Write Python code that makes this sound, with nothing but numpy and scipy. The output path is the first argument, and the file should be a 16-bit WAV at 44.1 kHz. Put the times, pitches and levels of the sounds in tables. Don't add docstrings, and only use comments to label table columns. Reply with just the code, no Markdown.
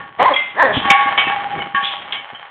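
import sys
import numpy as np
from scipy import signal
from scipy.fft import rfft, irfft
from scipy.io import wavfile
from scipy.ndimage import minimum_filter1d

SR = 44100
rng = np.random.default_rng(int(sys.argv[2]) if len(sys.argv) > 2 else 0)


def materialize(psi):
    bounded = np.clip(np.atleast_2d(psi).T, -1, 1)
    quanta = np.round(bounded * 32767).astype(np.int16)
    wavfile.write(sys.argv[1], SR, quanta)


N = 110250

# (time [s], pitch [Hz], level [dB], mouth resonance [Hz])
BARK_1 = [(.178, 188, -48.5, 544), (.198, 235.7, -11.5, 700), (.218, 261.7, -9.5, 720),
          (.238, 305.5, -9.5, 650), (.251, 401, -12.5, 776), (.265, 527.6, -5.5, 1000),
          (.272, 536.5, -12, 1050), (.289, 510.8, -5.5, 975), (.297, 303.6, -21, 650),
          (.316, 285.4, -12, 582), (.345, 227, -31.5, 540)]
BARK_2 = [(.553, 154.5, -36, 379), (.58, 236.3, -21, 718), (.6, 320.1, -9, 878), (.617, 358, -7, 978),
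          (.635, 268.7, -5.5, 645), (.655, 262.6, -6, 550), (.685, 211.8, -16, 660), (.71, 208.1, -16, 628),
          (.745, 175, -40.5, 570)]
# (centre [Hz], width [Hz], level [dB])
THROAT_1 = [(1040, 170, 0), (1870, 200, -7), (2170, 140, -12), (3380, 300, -25)]
THROAT_2 = [(1040, 220, -3), (1755, 140, 3), (2300, 200, -18), (3480, 300, -25)]
# (frequency [Hz], level [dB], t60 [s])
SHELL_MODES = [(802.3, -2, 0.88), (821.4, -5.5, .45), (1118.5, 2, 0.31), (1440, -12.5, 0.34),
               (1640, -4.5, 0.3), (1772, -7.5, .4), (1825, 0, 0.22), (2138, -9.5, 0.76), (2253, 2.5, 0.25),
               (2440, -19.5, 0.32), (2758, -11.5, 0.49), (3033, -1, .32), (3150, -3.5, 0.26),
               (3197, -7, 0.43)]
FOOT_RING_MODES = [(1005, -14.5, 0.34), (2020, -8.5, 0.97), (2090, -0.5, 0.39), (2366, -4, 0.073),
                   (3306, 2.5, 0.067), (3314, -14, 0.5)]
# (time [s], boom [dB], ring [dB], clang [dB], ting [dB], clatter [dB])
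SHELL_STRIKES = [(.003, -47, -32, -54.5, -46.5, -53.5), (.758, -49, -44.5, -34.5, -23.5, -51.5),
                 (.821, -25.5, -30.5, -40.5, -35.5, -48.5), (0.845, -21.5, -17.5, -33.5, -26, -28),
                 (.9, -7.5, -10, 0.5, -18, -3), (.925, -12, -7.5, -14.5, -31, -29.5),
                 (.945, -5, -11.5, -24.5, -30.5, -27), (1.068, -20, -21.5, -24.5, -43, -29.5),
                 (1.1745, -32, -24, -11.5, -12.5, -13.5), (1.274, -17.5, -24.5, -24, -39.5, -23.5),
                 (1.303, -11, -25.5, -33, -59.5, -31.5), (1.519, -24.5, -39.5, -38, -45, -35),
                 (1.575, -32.5, -32.5, -31.5, -51, -38.5), (1.598, -41.5, -45, -29, -38, -41),
                 (1.745, -25, -15, -37, -26, -24.5), (1.826, -41.5, -27, -43.5, -37.5, -30),
                 (2.124, -62.5, -30.5, -27, -22.5, -26.5), (2.345, -47, -38, -51, -33.5, -54)]
# (boom [Hz], ring low [Hz], ring high [Hz], clang [Hz], ting [Hz])
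REGISTERS_HZ = [800, 1120, 1830, 2250, 3100]
# (time [s], level [dB], tilt [dB/octave], clatter [dB])
FOOT_RING_KNOCKS = [(.335, -21, 12.5, -23.5), (.359, -16, 7, -26.5)]
# (time [s], rise [s], t60 [s], level [dB])
RIM_SKIDS = [(0.719, 0.033, 0.5, -18.5), (1.823, 0.034, 0.5, -18), (2.119, 0.0055, 0.15, -17)]
# (time [s], length [s], pitch [Hz], level [dB])
STEEL_SQUEAKS = [(0.972, 0.025, 1588, -15.5), (1.035, 0.087, 2074, -33.5), (1.245, 0.063, 2633, -20.5),
                 (1.585, 0.049, 2194, -26.5), (1.61, 0.018, 2960, -22.5), (1.85, 0.046, 3440, -20.5)]
# (time [s], level [dB], pitch [Hz])
JOINT_BUMPS = [(.766, -10, 294), (.783, -24.5, 230), (.852, -18.5, 247.3), (0.902, -12.5, 200),
               (1.054, -23, 260), (1.12, -39, 240), (1.268, -21, 202), (1.539, -29.5, 187.5),
               (1.658, -27.5, 185), (1.741, -25.5, 200), (1.824, -31, 200), (2.324, -30.5, 260)]
# (time [s], grinding [dB], rumble [dB])
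ROLL_LEVELS = [(0, -31, -45.5), (.16, -43.5, -53), (.22, -16, -31), (.38, -37, -48), (.53, -40, -49.5),
               (.7, -28.5, -29), (.87, -17.5, -37.5), (1.12, -20.5, -41.5), (1.4, -23, -40.5),
               (1.5, -27, -40), (1.58, -26, -30.5), (1.68, -32.5, -45), (1.87, -26.5, -53),
               (2.05, -31, -46), (2.2, -31.5, -52), (2.3, -34.5, -69), (2.42, -33.5, -60), (2.5, -41, -63)]
# (frequency [Hz], level [dB])
CLATTER_SPECTRUM = [(150, -19.5), (500, -0.5), (850, 9.5), (1300, 9), (1750, 6), (2300, 14), (3200, 10),
                    (3700, 7.5), (4500, -30.5)]
SKID_SPECTRUM = [(400, -44.5), (1500, -23), (2400, -0.5), (2900, 3.5), (3300, 12.5), (3600, 5),
                 (4500, -20.5)]
THUD_SPECTRUM = [(30, -23), (80, -4.5), (150, -1.5), (300, 2), (450, -4.5), (900, -16), (2000, -42)]
GRIT_SPECTRUM = [(200, -25), (500, -4), (850, 6.5), (1350, 3), (1800, 4.5), (2600, -3.5), (3200, -0.5),
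                 (3700, -11), (4500, -17)]
RUMBLE_SPECTRUM = [(20, -23.5), (60, -9.5), (110, -0.5), (200, 0.5), (400, -1.5), (800, -6), (2000, -45)]

MOUTH_WIDTH_HZ, MOUTH_DB, CHEST_DB, VALLEY_DB = 200, 1.5, -26, -27
JITTER, SHIMMER_DB, RASP, RASP_KNEE_HZ = .024, 1.6, .33, 280
TWIN_MIN_SPLIT_HZ, TWIN_DB, WOBBLE_PER_S, WOBBLE_DB = 9, -9, 55, 3.2
STRIKE_RISE_S, CHIME_RISE_S, CRACK_DB = .004, .0048, 1
SQUEAK_WAVER, THUD_SAG_PER_S = .006, 6
GRIT_PER_S, GRIT_SPREAD_DB, GRIT_HISS, GRIT_DB = 600, 4.2, .09, -3.5
SING_DB, SING_DB_PER_OCTAVE = -8, -3.5
WALL_DELAY_S, YARD_DB = .02, -11.5
ROLLOFF_HZ, BAND_HZ, TOP_HZ = 3600, 4250, 16000
LIMIT_DB, LIMIT_LAG_S = -1.2, .014


def undb(db):
    return 10 ** (np.asarray(db) / 20)


def unit_rms(x):
    return x / (np.sqrt(np.mean(x ** 2)) + 1e-12)


def since(start_s):
    return np.maximum(np.arange(N) / SR - start_s, 0)


def envelope(age_s, rise_s, t60_s):
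    return np.minimum(age_s / rise_s, 1) * undb(-60 * np.maximum(age_s - rise_s, 0) / t60_s)


def colour(x, spectrum):
    hz, db = np.array(spectrum, float).T
    bins_hz = np.maximum(np.fft.rfftfreq(N, 1 / SR), 1)
    gain = undb(np.interp(np.log(bins_hz), np.log(hz), db))
    return unit_rms(irfft(rfft(x) * gain, N))


def noise(spectrum):
    return colour(rng.standard_normal(N), spectrum)


def wander(rate_per_s, samples=N, knots=2000):
    return np.interp(np.arange(samples) / SR * rate_per_s, np.arange(knots), rng.standard_normal(knots))


def bark(contour, throat):
    times_s, pitch_hz, level_db, mouth_hz = np.array(contour, float).T
    span = np.arange(int(times_s[0] * SR), int(times_s[-1] * SR))
    t = span / SR
    hz = np.interp(t, times_s, pitch_hz)
    flutter = lambda rate_per_s: wander(rate_per_s, len(span), knots=400)
    phase = 2 * np.pi * np.cumsum(hz * (1 + JITTER * flutter(260))) / SR
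    rasp = RASP * np.minimum(RASP_KNEE_HZ / hz, 1) ** 2
    mouth = (np.interp(t, times_s, mouth_hz), MOUTH_WIDTH_HZ, MOUTH_DB)
    chest = (hz, MOUTH_WIDTH_HZ, CHEST_DB)
    voice, power = 0, 0
    for k in range(1, 19):
        peaks = sum(undb(db) ** 2 / (1 + ((k * hz - centre_hz) / width_hz) ** 2 / 2) ** 4
                    for centre_hz, width_hz, db in [mouth, chest, *throat])
        harmonic_power = peaks + undb(VALLEY_DB) ** 2
        roughness = 1 + rasp * np.sqrt(min(k, 3) / 2) * (flutter(330) + 1j * flutter(330))
        harmonic = np.exp(1j * (k * phase + 2 * np.pi * rng.random()))
        voice += np.sqrt(harmonic_power) * np.real(roughness * harmonic)
        power += harmonic_power * (1 + rasp ** 2) / 2
    out = np.zeros(N)
    out[span] = voice / np.sqrt(power) * undb(np.interp(t, times_s, level_db) + SHIMMER_DB * flutter(260))
    return out


def struck_modes(modes, start_s, gains_db, rise_s):
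    first = int(start_s * SR)
    age_s = np.arange(min(N - first, int(.7 * SR))) / SR
    draws = rng.uniform(-1.1, 1, (len(modes), 2))
    out = np.zeros(N)
    for (hz, db, t60_s), gain_db, (offset, spread) in zip(modes, gains_db, draws):
        phase = 2 * np.pi * hz * age_s + np.pi * offset
        split_hz = TWIN_MIN_SPLIT_HZ * (spread + np.sign(spread))
        pair = np.sin(phase) + undb(TWIN_DB) * np.cos(phase + 2 * np.pi * split_hz * age_s)
        gain = undb(db + gain_db + WOBBLE_DB * wander(WOBBLE_PER_S, len(age_s), knots=100))
        out[first:first + len(age_s)] += gain * pair * envelope(age_s, rise_s, t60_s)
    return out


def clanks():
    mode_hz = np.array(SHELL_MODES)[:, 0]
    out = np.zeros(N)
    for start_s, boom_db, ring_db, clang_db, ting_db, clatter_db in SHELL_STRIKES:
        gains_db = np.interp(mode_hz, REGISTERS_HZ, [boom_db, ring_db, ring_db, clang_db, ting_db])
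        out += struck_modes(SHELL_MODES, start_s, gains_db, STRIKE_RISE_S)
        wash = envelope(since(start_s), STRIKE_RISE_S, t60_s=.41)
        crack = undb(CRACK_DB) * envelope(since(start_s), STRIKE_RISE_S, t60_s=.18)
        out += undb(clatter_db) * (wash + crack) / 2 * noise(CLATTER_SPECTRUM)
    return out


def chimes():
    mode_hz = np.array(FOOT_RING_MODES)[:, 0]
    octaves = np.log2(mode_hz / mode_hz[2])
    out = np.zeros(N)
    for start_s, db, db_per_octave, clatter_db in FOOT_RING_KNOCKS:
        out += struck_modes(FOOT_RING_MODES, start_s, db + db_per_octave * octaves, CHIME_RISE_S)
        wash = envelope(since(start_s), CHIME_RISE_S, t60_s=.58)
        out += undb(clatter_db) * wash * noise(CLATTER_SPECTRUM)
    return out


def grains():
    clicks = (rng.random(N) < GRIT_PER_S / SR) * rng.choice([-1, 1], N)
    return clicks * undb(GRIT_SPREAD_DB * np.minimum(rng.exponential(size=N), 4))


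def skids():
    out = np.zeros(N)
    for start_s, rise_s, t60_s, db in RIM_SKIDS:
        scrape = colour(grains() + .3 * rng.standard_normal(N), SKID_SPECTRUM)
        out += undb(db) * envelope(since(start_s), rise_s, t60_s) * scrape
    return out


def squeaks():
    out = np.zeros(N)
    for start_s, length_s, hz, db in STEEL_SQUEAKS:
        arch = np.sin(np.pi * np.minimum(since(start_s) / length_s, 1))
        tone = np.sin(2 * np.pi * np.cumsum(hz * (1 + SQUEAK_WAVER * wander(250))) / SR)
        out += undb(db + wander(120)) * arch * tone
    return out


def thuds():
    out = np.zeros(N)
    for start_s, db, hz in JOINT_BUMPS:
        age_s = since(start_s)
        sagging_hz = hz * np.exp(-THUD_SAG_PER_S * age_s) * (age_s > 0)
        tone = np.sin(2 * np.pi * np.cumsum(sagging_hz) / SR)
        bump = .68 * tone + .6 * noise(THUD_SPECTRUM)
        out += undb(db) * envelope(age_s, rise_s=.005, t60_s=.06) * bump
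    return out


def rolling():
    t = np.arange(N) / SR
    times_s, grind_db, rumble_db = np.array(ROLL_LEVELS, float).T
    mode_hz = np.array(SHELL_MODES)[:, 0]
    grit = grains()
    shell = struck_modes(SHELL_MODES, 0, SING_DB_PER_OCTAVE * np.log2(mode_hz / mode_hz[0]), STRIKE_RISE_S)
    singing = unit_rms(irfft(rfft(grit) * rfft(shell), N))
    crackle = colour(grit + GRIT_HISS * rng.standard_normal(N), GRIT_SPECTRUM)
    grinding = undb(GRIT_DB) * crackle + undb(SING_DB + 1.6 * wander(40)) * singing
    grind_gain = undb(np.interp(t, times_s, grind_db) + 2 * wander(34.88))
    rumble_gain = undb(np.interp(t, times_s, rumble_db) + 2 * wander(25))
    return grind_gain * grinding + rumble_gain * noise(RUMBLE_SPECTRUM)


def yard(x):
    tail = rng.standard_normal(N) * envelope(since(WALL_DELAY_S), rise_s=.0026, t60_s=.34)
    tail /= np.sqrt(np.sum(tail ** 2))
    return x + undb(YARD_DB) * signal.fftconvolve(x, tail)[:N]


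def scene():
    dog = bark(BARK_1, THROAT_1) + bark(BARK_2, THROAT_2)
    cylinder = chimes() + clanks() + skids() + squeaks() + thuds() + rolling()
    return yard(dog + cylinder)[None]


def record(dry):
    x = signal.sosfilt(signal.butter(7, ROLLOFF_HZ, fs=SR, output="sos"), dry[0])
    x = signal.sosfilt(signal.ellip(8, .2, 80, BAND_HZ, fs=SR, output="sos"), x)
    x = signal.sosfilt(signal.butter(2, 35, "high", fs=SR, output="sos"), x)
    target_gain = np.minimum(undb(LIMIT_DB) / (np.abs(x) + 1e-9), 1)
    held_gain = minimum_filter1d(target_gain, size=801, origin=200)
    pole = np.exp(-1 / (LIMIT_LAG_S * SR))
    reduction = signal.lfilter([1 - pole], [1, -pole], 1 - held_gain)
    clipped = np.clip(x * (1 - reduction), -1, 1)
    return signal.sosfilt(signal.ellip(8, .2, 70, TOP_HZ, fs=SR, output="sos"), clipped)[None]


dry = scene()
out = record(dry)
materialize(out)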